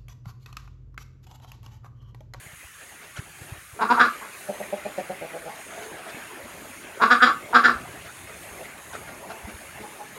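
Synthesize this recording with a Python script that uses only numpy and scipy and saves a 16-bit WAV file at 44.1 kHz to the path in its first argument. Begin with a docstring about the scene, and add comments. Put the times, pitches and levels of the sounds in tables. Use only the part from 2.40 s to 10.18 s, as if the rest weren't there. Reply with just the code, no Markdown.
"""A bird close by squawks in three bursts, cycle-by-cycle snaps of its syrinx ringing two beak resonances.
In the same shed, another bird clucks softly through a low throat and the flock mutters over blurred murmur.
Feet and wings scuff the litter as shaped noise; a hose hisses as noise and a drinker gurgles with bubbles.
The hand-held microphone adds low rumble and dull bumps, and the bird calls echo from the floor and walls."""
import sys
import numpy as np
from scipy import signal
from scipy.fft import rfft, irfft, next_fast_len
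from scipy.io import wavfile
from scipy.ndimage import uniform_filter1d, map_coordinates

SR = 44100
rng = np.random.default_rng(int(sys.argv[2]) if len(sys.argv) > 2 else 0)


def nominal_scale(level):
    """Amplitude ratio for a level in decibels (scalar or array-like)."""
    x = np.asarray(level, float) / 20
    return 10 ** x


def to_wav(s):
    """Save 16-bit WAV."""
    ch = np.atleast_2d(s).T  # columns
    pcm = np.round(np.clip(ch, -1, 1) * 32767)  # PCM
    wavfile.write(sys.argv[1], SR, pcm.astype(np.int16))


N = 343085  # samples

# Near bird's notes. Each row: time of full voice in s, level in dB before the rasp, pitch in Hz at full effort,
# lower beak resonance in Hz, roughness from 0 to 1.
SQUAWK_NOTES = [ (1.417, -19.5, 220.6, 960, .27), (1.508, -16, 243, 967, .28), (1.601, -11, 243, 1200, .42),
                (4.623, -13.5, 223.2, 1080, .22), (4.712, -10.5, 246, 1230, .15),
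                (4.827, -8, 250, 1250, .1), (5.15, -10.5, 245.8, 1180, .3), (5.246, -11, 242.8, 1370, .4)]
# Muffled starts, the beak still shut. Each row: start in s, level in dB at the top of the swell, resonance in Hz.
BEAK_PIPS = [(1.386, -28, 716), (1.482, -26, 1300), (1.57, -18, 880), (4.594, -26, 756), (4.69, -28, 800),
             (4.798, -19, 1480), (5.124, -22, 830), (5.226, -28, 1400)]
# Upper-throat resonances of the rasp. Each row: centre in Hz, width in Hz, relative level in dB;
# the third level holds for a note of -10.5 dB and follows loudness.
UPPER_THROAT = [(2010, 160, 3), (2780, 340, -3.5), (3300, 500, -1), (4060, 310, -1), (4700, 170, -1),
                (5440, 640, -9.5), (6950, 200, -9)]
# Clucking bird's notes. Each row: time of full voice in s, hold in s, level in dB, pitch in Hz at full effort.
CLUCK_NOTES = [(2.094, .009, -24, 199), (2.208, .008, -29, 204), (2.331, .011, -24.5, 202.2),
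               (2.458, .008, -27, 209), (2.584, .011, -25, 186), (2.701, .016, -28.5, 184.4),
               (2.816, .04, -35, 163.3), (2.939, .03, -34.5, 165.6), (3.06, .02, -35.5, 163)]
# Closed-beak resonances. Each row: centre in Hz, width in Hz, relative level in dB.
LOW_THROAT = [(180, 71, -4), (585, 90, 8.5), (826, 130, -0.5), (1950, 300, -22)]
# Clearest mutters of the flock. Each row: start in s, level in dB at the top of the swell, throat resonance in Hz.
FLOCK_NOTES = [(1.802, -38, 1040), (2.21, -40, 1950), (3.068, -37, 820), (3.307, -42, 690),
               (3.355, -38, 700), (3.399, -44, 451), (3.435, -43, 450), (3.575, -43, 710),
               (3.646, -39, 690), (3.891, -44, 1030), (4.166, -49, 309), (4.232, -45.5, 610),
               (5.083, -43, 360), (5.541, -48, 321), (5.632, -49, 355), (5.88, -46, 560),
               (6.111, -47.5, 366), (6.232, -40, 2100), (6.527, -43, 354), (6.658, -42.5, 1470),
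               (6.884, -36, 795), (7.058, -42, 254), (7.384, -41.5, 320), (7.42, -39, 870),
               (7.585, -39, 860), (7.75, -45.5, 463)]
# Bumps on the microphone. Each row: start in s, nominal peak in dB, swing frequency in Hz.
MICROPHONE_BUMPS = [(0.056, -39, 120), (0.125, -40.5, 122.5), (0.159, -46, 78.1), (0.232, -40, 60),
                    (0.782, -23.5, 110), (1.007, -33, 104), (1.112, -26.5, 96.5), (1.159, -42, 59.2),
                    (1.322, -37, 90), (3.738, -35, 160), (5.34, -34, 61.6), (6.106, -40, 92),
                    (7.032, -30, 69), (7.128, -35, 64.3)]
# Strokes of feet and wings. Each row: start in s, nominal level in dB.
LITTER_SCUFFS = [(.391, -48), (.609, -46.5), (.639, -51.5), (.756, -37.5), (1.014, -46), (1.07, -49),
                 (2.57, -42.5), (3.325, -45), (3.413, -41.5), (3.571, -46), (3.67, -40), (5.64, -43),
                 (5.869, -46), (6.227, -48), (6.525, -38.5), (6.665, -45.5), (6.89, -41), (7.079, -43.5),
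                 (7.402, -46)]
# Courses of the steady sounds before random wobble. Each row: time in s, unsteadiness of the hand in dB,
# stir of the flock in dB, water as the microphone turns in dB.
STEADY_LEVELS = [(0, -65, -58.5, -51), (.5, -58.5, -55.5, -49), (1.3, -59, -51, -50),
                 (1.6, -53, -48, -42.5), (1.9, -66, -48, -44.5), (2.7, -61, -45, -44),
                 (3.2, -65, -49, -45.5), (3.75, -60, -45.5, -43.5), (4.3, -63.5, -48, -45.5),
                 (5, -55, -46, -46), (5.9, -52, -48.5, -46), (6.7, -57, -47, -47),
                 (7.3, -57.5, -46.5, -46.5), (7.78, -62, -49.5, -48)]
# Brief low-band dropouts, as from the recorder's noise suppressor or wind cut.
# Each row: start in s, length in s, depth in dB before smoothing.
LOW_BAND_DROPOUTS = [(.15, 0.071, 16), (.26, 0.14, 26), (.7, .05, 9), (.9, 0.087, 4), (1.188, .15, 15)]
# Spectra of litter, rumble, murmur, churning water and spray. 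Each row: frequency in Hz, relative density in dB.
LITTER_SPECTRUM = [(240, -40), (400, -16), (691, -2), (996, -19), (1400, -2.5), (2180, -9), (9000, -29),
                   (11700, -52), (19800, -120)]
RUMBLE_SPECTRUM = [(21, -35), (35, -2), (65, 8), (134, 4), (167, 3.5), (220, -15), (290, -47.5),
                   (480, -120)]
MURMUR_SPECTRUM = [(88, -14), (150, -10.5), (404, -4), (457, -9.5), (573, -5), (1120, -10.5), (1200, -14.5),
                   (1560, -34), (2640, -120)]
GURGLE_SPECTRUM = [(530, -32), (900, -15.5), (1120, -6), (1220, -3), (1480, -2), (2120, -1.5), (2700, -6),
                   (3000, -10.5), (5500, -21.5), (7150, -55), (12100, -120)]
HISS_SPECTRUM = [(2650, -6), (4500, -6.5), (4890, -9), (5420, -8), (5890, -5.5), (6600, 3), (7590, -3.5),
                 (9200, 2.5), (12000, -2), (12700, -4.5), (13800, -12.5), (15000, -14), (15500, -6.5)]
# Reverberation of the shed. 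Each row: frequency in Hz, time in s to decay by 60 dB.
SHED_DECAY = [(200, 0.26), (1200, 0.25), (3000, 0.25), (8000, 0.17)]
# Reflections from floor and near walls. Each row: delay in s, level in dB relative to the other reflections.
REFLECTIONS = [(.0021, -6), (.0047, -8), (.0083, -12.5), (.0131, -13), (.019, -8.5)]


def unit(x):
    """Normalization: a signal divided by its root mean square has rms 1."""
    return x / np.sqrt(np.mean(x ** 2) + 1e-20)


def along(points, hz):
    """Interpolation of (Hz, value) points on a logarithmic frequency axis."""
    f, v = np.transpose(points)
    return np.interp(np.log(hz + 1), np.log(f + 1), v)


def filtered(x, response):
    """Linear filtering: the spectrum is multiplied by a frequency response, with room for a short ring."""
    m = next_fast_len(len(x) + 4096)
    return irfft(rfft(x, m) * response(np.fft.rfftfreq(m, 1 / SR)), m)


def resonances(modes):
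    """Modal superposition: causal (Hz, width Hz, dB) resonances add in alternating sign."""
    def response(f):
        total = 0
        for k, (centre, width, db) in enumerate(modes):
            total = total + (-1) ** k * nominal_scale(db) * 1j * f * width / (centre ** 2 - f ** 2 + 1j * f * width)
        return total
    return response


def add(track, s, sound):
    """Superposition: a sound is summed into the track from time s."""
    part = track[max(round(s * SR), 0):][:len(sound)]
    part += sound[:len(part)]


def wobble(rate):
    """Slow random modulation: a smooth curve through random knots, rate of them a second."""
    knots = rng.standard_normal(int(N * rate / SR) + 4)
    return map_coordinates(knots, [np.arange(N) * rate / SR])


def rush(spectrum, patchy_db, size):
    """Turbulence: spectrally shaped noise of rms 1, in patches of random gain smoothed over (bins, frames)."""
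    z = signal.stft(rng.standard_normal(N + 512), nperseg=512)[2]
    field = uniform_filter1d(rng.standard_normal(z.shape), size[0], 0)
    field = uniform_filter1d(field, size[1], 1)
    noise = signal.istft(z * nominal_scale(patchy_db * unit(field)), nperseg=512)[1][:N]
    return unit(filtered(noise, lambda hz: nominal_scale(along(spectrum, hz)))[:N])


def steady_level(column):
    """Piecewise-linear level in dB of one steady sound over the whole scene."""
    table = np.transpose(STEADY_LEVELS)
    return np.interp(np.arange(N) / SR, table[0], table[column])


def rumble():
    """Low-frequency air noise whose level follows the unsteady hand."""
    hand_db = steady_level(1) + 3.5 * wobble(5.01)
    return nominal_scale(hand_db) * rush(RUMBLE_SPECTRUM, patchy_db=2.1, size=(2, 4))


def murmur():
    """Incoherent sum of many voices, heard as banded noise that stirs, and is briefly cut by the recorder."""
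    t = np.arange(N) / SR
    dropout_db = sum(db * ((t > s) & (t < s + length)) for s, length, db in LOW_BAND_DROPOUTS)
    dropout_db = uniform_filter1d(dropout_db, round(.02 * SR))
    level_db = steady_level(2) - dropout_db + 1.46 * wobble(5)
    return nominal_scale(level_db) * rush(MURMUR_SPECTRUM, patchy_db=4, size=(3, 7))


def bubbles(count, centre_hz, spread, turns):
    """Bubble resonance: each air bubble is a damped sine with a soft start and a rising pitch."""
    where, size = rng.random((2, count))
    hz = centre_hz * np.exp(spread * rng.standard_normal(count))[:, None]
    t = np.arange(600) / SR
    life = t * hz / turns
    strength = nominal_scale(-3.5 * np.log(size + 0.026))[:, None]
    pops = strength * life * np.exp(-3 * life) * np.sin(2 * np.pi * hz * t * (1 + 0.104 * life))
    at = (where * N).astype(int)[:, None] + np.arange(600)
    return unit(np.bincount(at.ravel(), pops.ravel(), N)[:N])


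def gurgle(water_db):
    """Churning water in the drinker: turbulent noise joined by ringing air bubbles."""
    ringing = bubbles(count=2500, centre_hz=1996, spread=0.308, turns=11.6)
    churn = unit(rush(GURGLE_SPECTRUM, patchy_db=3.5, size=(2, 8)) + 0.37 * ringing)
    return nominal_scale(water_db + 0.73 * wobble(5)) * churn


def hiss(water_db):
    """Spray turbulence: high noise that follows a part of the gurgle's swing in level."""
    swing_db = 0.39 * (water_db - water_db.mean())
    return nominal_scale(-48.5 + swing_db + .8 * wobble(9)) * rush(HISS_SPECTRUM, patchy_db=3.0, size=(2, 25))


def bed():
    """Superposition of air rumble, flock murmur, churning drinker and hose spray."""
    water_db = steady_level(3)
    return rumble() + murmur() + gurgle(water_db) + hiss(water_db)


def bumps():
    """Transient oscillation: a jolt swings the microphone capsule through about two cycles."""
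    track = np.zeros(N)
    for s, db, hz in MICROPHONE_BUMPS:
        turns = np.arange(round(3 * SR / hz)) * hz / SR
        swell = np.exp(-((turns - 1.4) / 0.5) ** 2)
        add(track, s, nominal_scale(db) * swell * np.cos(2 * np.pi * (turns - 1.55)))
    return track


def scuffs():
    """Friction noise: litter rustles in a swell and fade over each stroke."""
    track, grit = np.zeros(N), rush(LITTER_SPECTRUM, patchy_db=5, size=(4, 1))
    u = np.linspace(0, 1, round(0.049 * SR))  # progress through a stroke
    stroke = np.sin(np.pi * u ** 0.92) ** 0.83
    for s, db in LITTER_SCUFFS:
        add(track, s, nominal_scale(db) * stroke * grit[round(s * SR):][:len(u)])
    return track


def voice(pitch_hz, rough):
    """Pulsed source: the syrinx snaps once a cycle; roughness scatters the snaps and lets air noise through."""
    time_chance, size_chance, air_chance = rng.standard_normal((3, len(pitch_hz)))
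    cycles = np.cumsum(pitch_hz) / SR + .9
    at = np.flatnonzero(np.diff(np.floor(cycles)) > 0)
    late = np.round(0.11 * rough * time_chance[at] * SR / pitch_hz[at]).astype(int)
    shifted = np.clip(at + late, 0, len(pitch_hz) - 1)
    snaps = np.bincount(shifted, nominal_scale(4.5 * rough * size_chance[at]), len(pitch_hz))
    air = unit(air_chance * np.exp(-3 * (cycles % 1)))  # strongest just after each nominal snap
    share = np.clip(rough, 0, 1) ** 2
    return np.sqrt(1 - share) * unit(snaps) + np.sqrt(share) * air


def blip(track, s, db, pitch_hz, length, rough, modes):
    """Source and filter: a short resonated note swells and fades at one pitch."""
    swell = np.hanning(max(round(length * SR), 500))
    source = voice(np.full(len(swell), float(pitch_hz)), rough)
    sound = filtered(source, resonances(modes))[:len(swell)]
    add(track, s, nominal_scale(db) * swell * unit(sound))


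def note(track, s, shape, pitch, rough, throat, rasp=None):
    """Source and filter under varying effort: full voice at s, a hold and a fall; rasp outgrows the level."""
    db, rise_s, rise_db, hold_s, fall_s, fall_db = shape
    t = np.arange(-rise_s, hold_s + fall_s, 1 / SR)
    fade = np.clip(np.minimum(t - t[0], t[-1] - t) / 0.0069, 0, 1)
    effort_db = np.interp(t, [-rise_s, 0, hold_s, hold_s + fall_s], [-rise_db, 0, 0, -fall_db])
    effort_db = uniform_filter1d(effort_db, round(.008 * SR))
    bent_hz = pitch * (1 + .0035 * effort_db)  # less effort, lower pitch
    source = voice(bent_hz, rough)
    sound = filtered(source, throat)[:len(t)]
    scale = 1 / np.std(sound)
    if rasp:
        rasp_source = source + 0.54 * voice(bent_hz, 1)
        sound = sound + nominal_scale(0.43 * effort_db) * filtered(rasp_source, rasp)[:len(t)]
    add(track, s - rise_s, fade * nominal_scale(db + effort_db) * scale * sound)


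def mutters():
    """Vocal resonance: short far notes ring one throat resonance with a little chest."""
    track = np.zeros(N)
    for s, db, throat_hz in FLOCK_NOTES:
        blip(track, s, db, 219.6, .048, 0.4, [(330, 300, -14), (throat_hz, 115, 0)])
    return track


def clucks():
    """Closed-beak phonation: nearly clean cycles pass through a low, steep throat."""
    track, throat = np.zeros(N), resonances(LOW_THROAT)
    rise_s, rise_db, fall_s, fall_db = .011, 15, .014, 16

    def closed_throat(f):
        return throat(f) / (1 + (f / 1100) ** 4 / (1 + (f / 1700) ** 4))

    for s, hold_s, db, pitch in CLUCK_NOTES:
        note(track, s, (db, rise_s, rise_db, hold_s, fall_s, fall_db), pitch, 0.23, closed_throat)
    return track


def squawk(track, s, hold_s, fall_s, fall_db, db, pitch, low_hz, upper_db, rough, breath_db=0):
    """Formants: two sharp beak resonances carry the note, over a weak chest tone and a raspy top."""
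    upper_hz = 1080 + 0.49 * low_hz  # the upper resonance partly follows the lower
    beak = resonances([(low_hz, 260, 0), (upper_hz, 280, upper_db)])
    chest_db = -6 - .033 * (low_hz - 1000) + breath_db  # weaker as the beak opens
    chest = resonances([(245, 240, chest_db + .6), (540, 230, chest_db - 1.2), (843, 280, chest_db + 1.5)])
    upper_modes = [(hz, width, level + (k == 2) * 1.3 * (db + 10.5))
                   for k, (hz, width, level) in enumerate(UPPER_THROAT)]
    upper = resonances(upper_modes)

    def rasp(f):
        bright = f * f / (f * f + 1500 ** 2) / (1 + 1j * f / 6000) ** 2
        return nominal_scale(-19 + breath_db) * upper(f) * bright

    def throat(f):
        return beak(f) ** 2 + chest(f) / (1 + 1j * f / 1300) * (1j * f / (170 + 1j * f)) ** 2

    rise_s, rise_db = .014, 15
    note(track, s, (db, rise_s, rise_db, hold_s, fall_s, fall_db), pitch, rough, throat, rasp)


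def squawks():
    """Changing resonance and effort: a muffled pip, a short full voice, then a hoarse trail as the beak relaxes."""
    track = np.zeros(N)
    hold_s, fall_s = .018, .015
    gaps = np.diff([row[0] for row in SQUAWK_NOTES], append=np.inf)
    for (s, db, pitch, low_hz, rough), gap in zip(SQUAWK_NOTES, gaps):
        squawk(track, s, hold_s, fall_s, 16, db, pitch, low_hz, upper_db=-1.5, rough=rough)
        stretch = 1.6 if gap > .2 else 1  # the trail is longest at the end of a burst
        # chest tone and rasp give out first, by breath_db
        squawk(track, s + hold_s + fall_s, stretch * .014, stretch * .03, 21, db - 9, pitch,
               low_hz=1180, upper_db=-5, rough=.55, breath_db=-2.5)
    for s, db, hz in BEAK_PIPS:
        blip(track, s, db, 230, .026, 0.175, [(hz, 150, 0), (1450, 300, -6)])
    return track


def reflections(x):
    """Early reflection: delayed copies in alternating sign return from floor and near walls."""
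    return sum((-1) ** k * nominal_scale(db) * np.roll(x, round(s * SR)) for k, (s, db) in enumerate(REFLECTIONS))


def shed(x):
    """Reverberation: after a short gap, each frequency of the shed's answer dies at its own speed."""
    hz, t, z = signal.stft(rng.standard_normal(SR // 2), SR, nperseg=256)
    decay = nominal_scale(-60 * t / along(SHED_DECAY, hz)[:, None])
    tail = signal.istft(z * decay, SR, nperseg=256)[1]
    return signal.fftconvolve(np.pad(x, (400, 0)), tail / np.linalg.norm(tail))[:N]


def scene():
    """Superposition of birds, their echo and the other sounds; the deepest bass is not picked up."""
    near, soft, far = squawks(), clucks(), mutters()
    early = nominal_scale(-6.0) * reflections(near + 0.35 * soft)
    late = shed(nominal_scale(-6.5) * near) + shed(nominal_scale(-10.0) * soft + nominal_scale(-4.5) * far)
    mix = near + soft + far + early + late + bumps() + scuffs() + bed()
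    return filtered(mix, lambda hz: 1 / (1 + (42 / (hz + 1)) ** 4))[None, :N]


def low_pass(x):
    """Removes everything above the highest recorded frequency."""
    return signal.sosfilt(signal.butter(12, 15670, fs=SR, output="sos"), x)


def record(dry):
    """Saturation: the loudest peaks flatten smoothly at full scale."""
    mix = dry / (1 + np.abs(dry) ** 8) ** (1 / 8)
    return low_pass(mix)


dry = scene()
out = record(dry)
to_wav(out)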